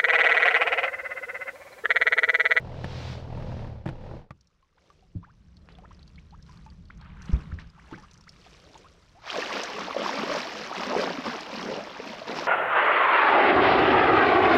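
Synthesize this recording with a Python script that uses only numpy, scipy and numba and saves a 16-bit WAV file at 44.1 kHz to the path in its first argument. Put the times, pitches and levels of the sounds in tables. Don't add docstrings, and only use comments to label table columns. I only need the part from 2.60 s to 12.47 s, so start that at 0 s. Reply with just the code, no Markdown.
import sys
import numpy as np
from scipy import signal
from scipy.fft import rfft, irfft, next_fast_len
from scipy.io import wavfile
from scipy.ndimage import uniform_filter1d
from numba import njit

SR = 44100
rng = np.random.default_rng(int(sys.argv[2]) if len(sys.argv) > 2 else 0)


def put_to_file(sound):
    columns = np.atleast_2d(sound).T
    safe = np.clip(columns, -1, 1)
    whole_steps = np.round(safe * 32767)
    wavfile.write(sys.argv[1], SR, whole_steps.astype(np.int16))


N = 435266
TIME = np.arange(N) / SR
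CUTOFF_HZ = 15700


def from_db(db):
    return 10 ** (np.asarray(db) / 20)


def rms_one(x):
    return x / np.sqrt(np.mean(x ** 2) + 1e-20)


def add(out, start_s, sound):
    at = max(int(start_s * SR), 0)
    out[at:at + len(sound)] += sound[:max(N - at, 0)]


def band(x, low_hz, high_hz):
    return signal.sosfilt(signal.butter(2, [low_hz, high_hz], "band", fs=SR, output="sos"), x)


def colour(x, spectrum):
    hz, db = np.transpose(spectrum)
    size = next_fast_len(N + 4096)
    freqs = np.maximum(np.arange(size // 2 + 1) * SR / size, 1)
    skirts = np.minimum(freqs / hz[0], 1) ** 2 * np.minimum(hz[-1] / freqs, 1) ** 2
    curve = from_db(np.interp(np.log(freqs), np.log(hz), db))
    return rms_one(irfft(rfft(x, size) * skirts * curve, size)[:N])


def noise(spectrum):
    return colour(rng.standard_normal(N), spectrum)


def even(x, window_s):
    return x / np.sqrt(np.maximum(uniform_filter1d(x ** 2, int(window_s * SR) + 1), 1e-9))


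def fader(rows):
    s, db = np.transpose(rows)
    fade = np.interp(TIME, [s[0] - .04, s[0], s[-1], s[-1] + .04], [0, 1, 1, 0])
    return fade * from_db(np.interp(TIME, s, db))


def swells(full_s, swell_s, db, hold_s, release_s):
    steps = TIME[::64]
    age = steps[:, None] - full_s
    shape = np.exp(-(np.minimum(age, 0) / swell_s) ** 2 - np.maximum(age - hold_s, 0) / release_s)
    return np.interp(TIME, steps, np.linalg.norm(from_db(db) * np.maximum(shape, 1e-9), axis=1))


def ping(hz, t60_s, attack_s):
    t = TIME[:int(t60_s * SR) + 2]
    return np.sin(2 * np.pi * hz * t) * from_db(-60 * t / t60_s) * (1 - np.exp(-t / attack_s))


def tick(low_hz, high_hz, t60_s):
    t = TIME[:SR // 40]
    return band(rng.standard_normal(len(t)) * from_db(-60 * t / t60_s), low_hz, high_hz)


@njit
def ring_bubbles(starts, steps, sizes, lengths, rises, n):
    out = np.zeros(n)
    for k in range(len(starts)):
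        height, fall = sizes[k], np.exp(-6.9 / lengths[k])
        for i in range(min(int(lengths[k]), n - starts[k])):
            out[starts[k] + i] += height * np.sin(steps[k] * i * (1 + rises[k] * i / lengths[k]))
            height *= fall
    return out


def bubble_cloud(cycles, spread_db, rise, count):
    when, pitch, ring, climb, force = rng.random((count, 5)).T
    hz = (11 + 112 * pitch) ** 2
    lengths = cycles * 2 ** (2 * ring - 1) * SR / hz
    accent_db = spread_db * np.minimum(-np.log(1 - force), 4)
    sizes = np.sqrt(np.sqrt(hz) / lengths) * from_db(accent_db) * rng.choice([-1, 1], count)
    starts = (when * N).astype(np.int64)
    return rms_one(ring_bubbles(starts, 2 * np.pi * hz / SR, sizes, lengths, rise * climb, N))


def air():
    spectrum = [(12, -52), (20, 2), (164, -28), (571, -26), (4950, -48), (15000, -55)]
    return from_db(-77.5) * noise(spectrum)


def hand_rumble():
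    # freq_hz, density_db
    spectrum = [(20, -4.5), (70, 3.5), (115, -6.5), (175, -0.5), (260, -19), (500, -28)]
    # time_s, relative_db
    levels = [(1.75, -59.5), (2.08, -72), (2.5, -54.5), (3.1, -48), (4.2, -44.5), (5.02, -38),
              (5.12, -50.5), (6.6, -57.5)]
    return from_db(-3.5) * fader(levels) * even(noise(spectrum), window_s=0.25)


def camera_bumps():
    # start_s, relative_db, pitch_hz, t60_s
    bumps = [(1.706, -45.5, 131, 0.095), (2.55, -48, 286, 0.12), (2.553, -41, 171.5, 0.22),
             (2.559, -32.5, 99, 0.12), (4.694, -29, 176, 0.078), (4.7312, -18, 60, 0.12),
             (4.729, -28, 145, 0.105), (4.926, -32.5, 82, 0.14), (5.324, -24, 145, 0.0051),
             (5.325, -41, 323, 0.078)]
    out, t = np.zeros(N), TIME[:SR // 4]
    for s, db, hz, t60 in bumps:
        add(out, s, from_db(db + 9.5) * ping(hz, t60, attack_s=0.001))
        scuff = rms_one(band(rng.standard_normal(len(t)), 98, 276)) * from_db(-60 * t / 0.29)
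        add(out, s, from_db(db - 16) * scuff)
    return out


def wavelets():
    # full_s, swell_s, lap_db, wash_db, fizz_db
    waves = [(2.27, 0.099, -65.5, -72, -71.5), (3.2, 0.17, -60, -63.5, -81),
             (3.9, 0.047, -72, -60.5, -65.5), (4.44, 0.053, -85, -53, -73), (4.72, 0.13, -58, -48, -60.5),
             (5.34, 0.18, -62.5, -55, -63.5), (5.92, 0.22, -62, -61, -60.5),
             (6.15, 0.15, -56.5, -70, -63.5)]
    # time_s, relative_db
    ripple_levels = [(1.75, -78.5), (2.6, -76), (3.4, -68), (4.6, -75.5), (6.6, -63.5)]
    # freq_hz, density_db
    spectrum = [(180, 1), (300, -2), (581, -1), (1220, 2), (2140, -6.5), (5760, -12.5), (6570, -18.5),
                (15500, -46.5)]
    # full_s, level_db
    crests = [(4.997, -53), (5.322, -58)]
    s, swell, lap_db, wash_db, fizz_db = np.transpose(waves)
    ripple = fader(ripple_levels)
    lap = np.hypot(swells(s, swell, lap_db, hold_s=0.04, release_s=0.17), from_db(-4) * ripple)
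    wash = np.hypot(swells(s, swell, wash_db, hold_s=0.04, release_s=0.17), ripple)
    fizz = np.hypot(swells(s, swell, fizz_db, hold_s=0.04, release_s=0.19), from_db(-3) * ripple)
    crest_s, crest_db = np.transpose(crests)
    spurt = swells(crest_s, .006, crest_db, hold_s=.006, release_s=.016)
    foam = bubble_cloud(cycles=33, spread_db=3, rise=0.35, count=9000)
    water = colour(foam + from_db(0.5) * rng.standard_normal(N), spectrum)
    return (lap * rms_one(band(water, 284, 647))
            + from_db(-1.5) * wash * rms_one(band(water, 825, 3740))
            + from_db(2.5) * fizz * rms_one(band(water, 2190, CUTOFF_HZ))
            + spurt * rms_one(band(water, 1300, 6700)))


def plips():
    # start_s, relative_db, first_hz, last_hz, sweep_s
    pockets = [(2.173, -66, 756, 2150, 0.014), (2.629, -52.5, 1005, 1630, 0.023),
               (2.668, -64.5, 800, 1670, 0.042), (3.088, -44, 830, 2250, 0.00085),
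               (3.235, -55.5, 830, 1800, 0.023), (3.308, -51, 1000, 1300, 0.012),
               (3.58, -52.5, 2130, 2670, 0.011), (3.725, -55, 780, 1350, 0.026),
               (4.301, -46.5, 1210, 2330, 0.0072), (4.917, -46, 1320, 1940, 0.008),
               (4.9873, -39, 1570, 2200, 0.0028), (5.178, -56.5, 833, 2370, 0.023),
               (5.331, -45.5, 1275, 1990, 0.0178), (5.433, -50, 1160, 1250, 0.02),
               (5.669, -54, 1190, 2300, 0.015), (5.864, -49, 755, 700, 0.0089),
               (6.153, -45.5, 855, 980, 0.012), (6.244, -54.5, 1030, 1460, 0.03),
               (6.551, -57.5, 680, 980, 0.047)]
    out, t = np.zeros(N), TIME[:SR // 8]
    for s, db, first_hz, last_hz, sweep_s in pockets:
        age = t / sweep_s
        wobble = rms_one(band(rng.standard_normal(len(t)), 83, 420))
        hz = first_hz * (last_hz / first_hz) ** np.minimum(age ** 2, 1) * (1 + 0.08 * wobble)
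        sustain_db = 10 * np.clip(np.log2(last_hz / first_hz), 0, 1)
        ring = from_db((sustain_db - 4) * np.minimum(age, 2)) / (1 + age ** 20)
        note = (1 - np.exp(-t / 0.000092)) * ring * np.sin(2 * np.pi * np.cumsum(hz) / SR)
        spatter = rng.standard_normal(len(t)) * from_db(-60 * t / 0.32 + 1.2 * wobble)
        slap = band(band(spatter, 650, 3800), 650, 3800)
        add(out, s, from_db(db + 3) * note + from_db(db - 5.5) * slap)
    return out


def ringing_ticks():
    # start_s, level_db, pitch_hz, t60_s
    hits = [(1.707, -39, 1170, 0.042), (2.027, -58, 1070, 0.081), (2.302, -46, 1165, 0.048),
            (2.425, -58, 746, .12), (3.186, -43, 733, 0.058), (3.893, -49, 1005, 0.096),
            (4.063, -43.5, 880, 0.096), (4.414, -48, 920, 0.049), (5.313, -41, 890, .08),
            (5.378, -45, 853, .12)]
    out = np.zeros(N)
    for s, db, hz, t60 in hits:
        add(out, s, from_db(db) * ping(hz, t60, attack_s=.0002))
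        add(out, s, from_db(db) * tick(hz, 3700, t60_s=.012))
    return out


def drops():
    # start_s, relative_db, pitch_hz
    loud = [(1.81, -50, 5590), (1.872, -53, 5450), (3.152, -46, 3460), (3.393, -49, 4050),
            (3.429, -46.5, 4370), (3.558, -47, 4150), (3.708, -51, 4200), (3.9734, -47, 4350),
            (4.1016, -45.5, 4640), (4.62, -44, 5900), (4.731, -42, 5610), (5.259, -52, 4160),
            (5.512, -46, 4330), (5.576, -47, 6030), (5.692, -35.5, 5400), (6.144, -41, 3620),
            (6.177, -46, 6600), (6.701, -18.5, 3200), (7.035, -22.5, 6170), (8.4145, -22.5, 4770),
            (8.807, -27, 5130)]
    fine = [(2.9 + 2.9 * when, -60.5 + 15.5 * size, 3200 + 3200 * pitch)
            for when, size, pitch in rng.random((48, 3))]
    out = np.zeros(N)
    for s, db, hz in [*loud, *fine]:
        add(out, s, from_db(db) * tick(.72 * hz, 1.103 * hz, t60_s=0.03))
        add(out, s, from_db(db - 3.5) * ping(hz, 0.016, attack_s=0.0001))
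    return out


def wetsuit(rub_gain):
    # full_s, swell_s, level_db
    folds = [(.44, 0.22, -46.5), (.92, 0.12, -61)]
    # freq_hz, density_db
    spectrum = [(590, -17), (1000, 2.5), (4010, 1), (5520, -5), (11100, -36), (15500, -33)]
    s, swell, db = np.transpose(folds)
    brush = swells(s, swell, db, hold_s=0.088, release_s=0.066)
    return np.hypot(brush, from_db(-20.5) * rub_gain) * noise(spectrum)


def hull_drag(boom_gain, rub_gain):
    # time_s, slip_rate_hz, groan_db
    friction = [(0, 42, -40), (.2, 42.9, -36), (.51, 40.3, -33), (.7, 40, -42), (.84, 42.5, -36.5),
                (1.171, 35, -38), (1.301, 34.5, -57), (1.62, 41, -54)]
    # multiple, relative_db
    partials = [(2, -3), (3, -1.5), (4, -36)]
    # freq_hz, density_db
    boom_spectrum = [(12, -34), (20, -0.5), (48, -15.5), (124, -7), (300, -27.5), (390, -35), (660, -120)]
    # freq_hz, density_db
    rub_spectrum = [(100, -23), (180, 1.5), (270, -10), (400, -8), (520, -3), (660, -8.5), (920, -10.5),
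                    (1100, -19.5), (2800, -31), (4500, -45.5)]
    s, rate_hz, groan_db = np.transpose(friction)
    grip = even(band(rng.standard_normal(N), 8.2, 38), window_s=0.14)
    slips = np.cumsum(np.interp(TIME, s, rate_hz) * (1 + 0.06 * grip)) / SR
    groan = sum(from_db(db) * np.sin(2 * np.pi * multiple * slips) for multiple, db in partials)
    boom = even(noise(boom_spectrum), window_s=0.033)
    judder = from_db(-13 * (slips % 1))
    rub = even(colour(judder * rng.standard_normal(N), rub_spectrum), window_s=0.022)
    return boom_gain * boom + fader(np.c_[s, groan_db]) * groan + from_db(-2) * rub_gain * rub


def kayak():
    # full_s, hold_s, boom_db, rub_db
    slides = [(0.1, 0.49, -43, -41.5), (0.783, 0.25, -36.5, -39.5), (1.269, 0.019, -35.5, -42.5),
              (1.46, 0.15, -42, -43.5)]
    s, hold, boom_db, rub_db = np.transpose(slides)
    swell = np.minimum(0.27, hold / 2)
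    boom_gain, rub_gain = (swells(s, swell, db, hold, release_s=0.14) for db in (boom_db, rub_db))
    end_s, fade_s = 1.577, 0.054
    fade = np.exp(-np.maximum(TIME - end_s, 0) / fade_s)
    return fade * (hull_drag(boom_gain, rub_gain) + wetsuit(rub_gain))


def knocks():
    # start_s,
    # relative_db, brightness_db
    blows = [(0.243, -25, 4), (1.257, -29, -3.5), (1.262, -23.5, -7.5), (1.276, -30.5, 1),
             (1.289, -30, 3.5), (1.512, -28.5, -14), (1.537, -29.5, -23), (1.707, -38.5, 3)]
    # pitch_hz, relative_db, t60_s
    modes = [(70, -6, 0.16), (177, 4.5, 0.041), (328, -7.5, 0.11), (560, 0, 0.024), (890, -2, 0.028),
             (1460, -9, 0.026), (1780, -5, 0.012)]
    out, t = np.zeros(N), TIME[:SR // 3]
    for s, db, bright_db in blows:
        for hz, mode_db, t60 in modes:
            scatter, polarity = rng.standard_normal(2)
            tilt_db = bright_db * max(np.log2(hz / 600), 0) / 2
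            level_db = db + mode_db + tilt_db + 2 * scatter - 4
            add(out, s, np.sign(polarity) * from_db(level_db) * ping(hz, t60, attack_s=0.00028))
        crack = band(rng.standard_normal(len(t)), 330, 2050) * from_db(-60 * t / 0.042)
        add(out, s, from_db(db + bright_db) * crack)
    return out


def wake():
    return fader([(6.5, -63.5), (9.87, -62)]) * rms_one(band(rng.standard_normal(N), 40, 150))


def glugs():
    # centre_s, swell_s, level_db, pitch_hz, glide_octaves_per_s
    hollows = [(6.77, 0.026, -32.5, 647, -2.5), (7.705, 0.026, -30.5, 550, 2),
               (8.405, 0.046, -28, 500.6, 5.5), (8.675, 0.016, -34.5, 318, 2.5), (9.13, 0.084, -34, 490, 4)]
    out, t = np.zeros(N), TIME[:SR // 2] - .25
    for s, swell, db, hz, glide in hollows:
        flutter = band(rng.standard_normal((2, len(t))), 2, 83)
        phase = 2 * np.pi * np.cumsum(hz * 2 ** (glide * t)) / SR
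        ring = even(flutter[0] * np.cos(phase) + flutter[1] * np.sin(phase), window_s=0.089)
        add(out, s + t[0], from_db(db) * ring * np.exp(-(t / swell) ** 2))
    return out


def gulps():
    # start_s, peak_db, pitch_hz, ring_cycles
    pockets = [(6.783, -22.5, 468, 18), (6.824, -23.5, 1790, 61), (7.283, -24.5, 850, 14),
               (7.308, -22.5, 1140, 19), (7.346, -26, 615, 16), (7.3638, -17, 545, 17),
               (7.393, -22, 520, 25), (7.461, -16.5, 1050, 22), (7.537, -23.5, 504, 13),
               (7.634, -21, 372, 9.5), (7.7493, -19.5, 586, 7.7), (8.114, -22.5, 720, 3.4),
               (8.127, -25.5, 1220, 22), (8.148, -23.5, 850, 9), (8.3504, -13.5, 726, 6.4),
               (8.363, -14, 423, 5.9), (8.583, -25.5, 254, 17), (9.398, -27, 447, 16),
               (9.616, -30, 640, 36), (9.787, -19.5, 830, 6.9)]
    out = np.zeros(N)
    for s, db, hz, cycles in pockets:
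        age = TIME[:SR // 8] * hz
        shape = (1 - np.exp(-age ** 2)) * from_db(-60 * age / cycles)
        note = np.sin(2 * np.pi * age * (1 + 0.057 * age / cycles))
        add(out, s, from_db(db) * shape / shape.max() * note)
    return out


def wading():
    # full_s, swell_s, slosh_db, churn_db, spray_db
    pushes = [(6.7, 0.047, -42.5, -77, -44), (6.78, 0.046, -41.5, -42.5, -39.5),
              (6.95, 0.062, -35, -41, -39.5), (7.19, 0.066, -40.5, -40, -46.5),
              (7.395, 0.025, -39.5, -37.5, -46), (7.46, 0.057, -32.5, -42.5, -39.5),
              (7.591, 0.039, -34, -35, -42.5), (7.74, 0.062, -33.5, -39, -38), (7.99, 0.07, -65, -43, -44),
              (8.21, 0.075, -35.5, -39.5, -41.5), (8.309, 0.035, -32.5, -35, -49),
              (8.385, 0.025, -32.5, -36.5, -39.5), (8.455, 0.028, -35, -36.5, -50),
              (8.669, 0.034, -34, -38.5, -42.5), (8.96, 0.063, -44.5, -44, -44.5),
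              (9.12, 0.2, -43, -38, -48), (9.48, 0.11, -47, -44, -48.5), (9.689, 0.027, -39.5, -37.5, -46),
              (9.779, 0.044, -34, -44.5, -42.5)]
    # freq_hz, density_db
    spectrum = [(115, -21), (160, -2), (215, -0.5), (378, -8), (508, -4.5), (1130, -4), (1400, -5.5),
                (3260, -13), (5400, -14), (8250, -37), (10900, -46), (12900, -41.5), (15600, -44)]
    # time_s, relative_db
    depth = [(6.7, -13), (8.4, -8.5), (9.87, -6.5)]
    bubbles = bubble_cloud(cycles=36, spread_db=2.5, rise=0.15, count=24000)
    crackle = bubble_cloud(cycles=22.4, spread_db=3.5, rise=0, count=22000)
    mist = band(rng.standard_normal(N), 740, CUTOFF_HZ)
    deep = colour(bubbles, spectrum)
    surface = colour(crackle + from_db(-2) * mist, spectrum)
    s, swell, slosh_db, churn_db, spray_db = np.transpose(pushes)
    hold_s, landing_s = 0.023, s + 0.0046
    stir = swells(full_s=6.72, swell_s=0.066, db=0, hold_s=0.47, release_s=4.2)
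    churn = np.hypot(swells(s, swell, churn_db, hold_s, release_s=0.099), from_db(-78) * stir)
    slosh = np.hypot(swells(s, swell, slosh_db, hold_s, release_s=0.088), from_db(-39.5) * stir)
    spray = np.hypot(swells(landing_s, swell, spray_db, hold_s, release_s=0.14), from_db(-47.5) * stir)
    splash = np.sqrt(slosh * spray)
    layers = [(deep, churn * fader(depth), 120, 220, -4), (deep, churn, 220, 450, -1.3),
              (deep, slosh, 450, 1400, -.3), (surface, splash, 1400, 3000, -2),
              (surface, spray, 3000, CUTOFF_HZ, -1.5)]
    out = np.zeros(N)
    for k, (water, gain, low_hz, high_hz, db) in enumerate(layers):
        polarity = (-1) ** k
        out += polarity * gain * from_db(db) * even(band(water, low_hz, high_hz), window_s=0.13)
    return out


def scene():
    opening = kayak() + knocks()
    shore = wavelets() + hand_rumble() + plips() + ringing_ticks() + drops() + camera_bumps()
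    wader = wading() + gulps() + wake() + glugs()
    return (opening + shore + wader + air())[None]


def record(dry):
    return signal.sosfilt(signal.ellip(10, .1, 80, CUTOFF_HZ, fs=SR, output="sos"), dry)


dry = scene()
out = record(dry)
put_to_file(out)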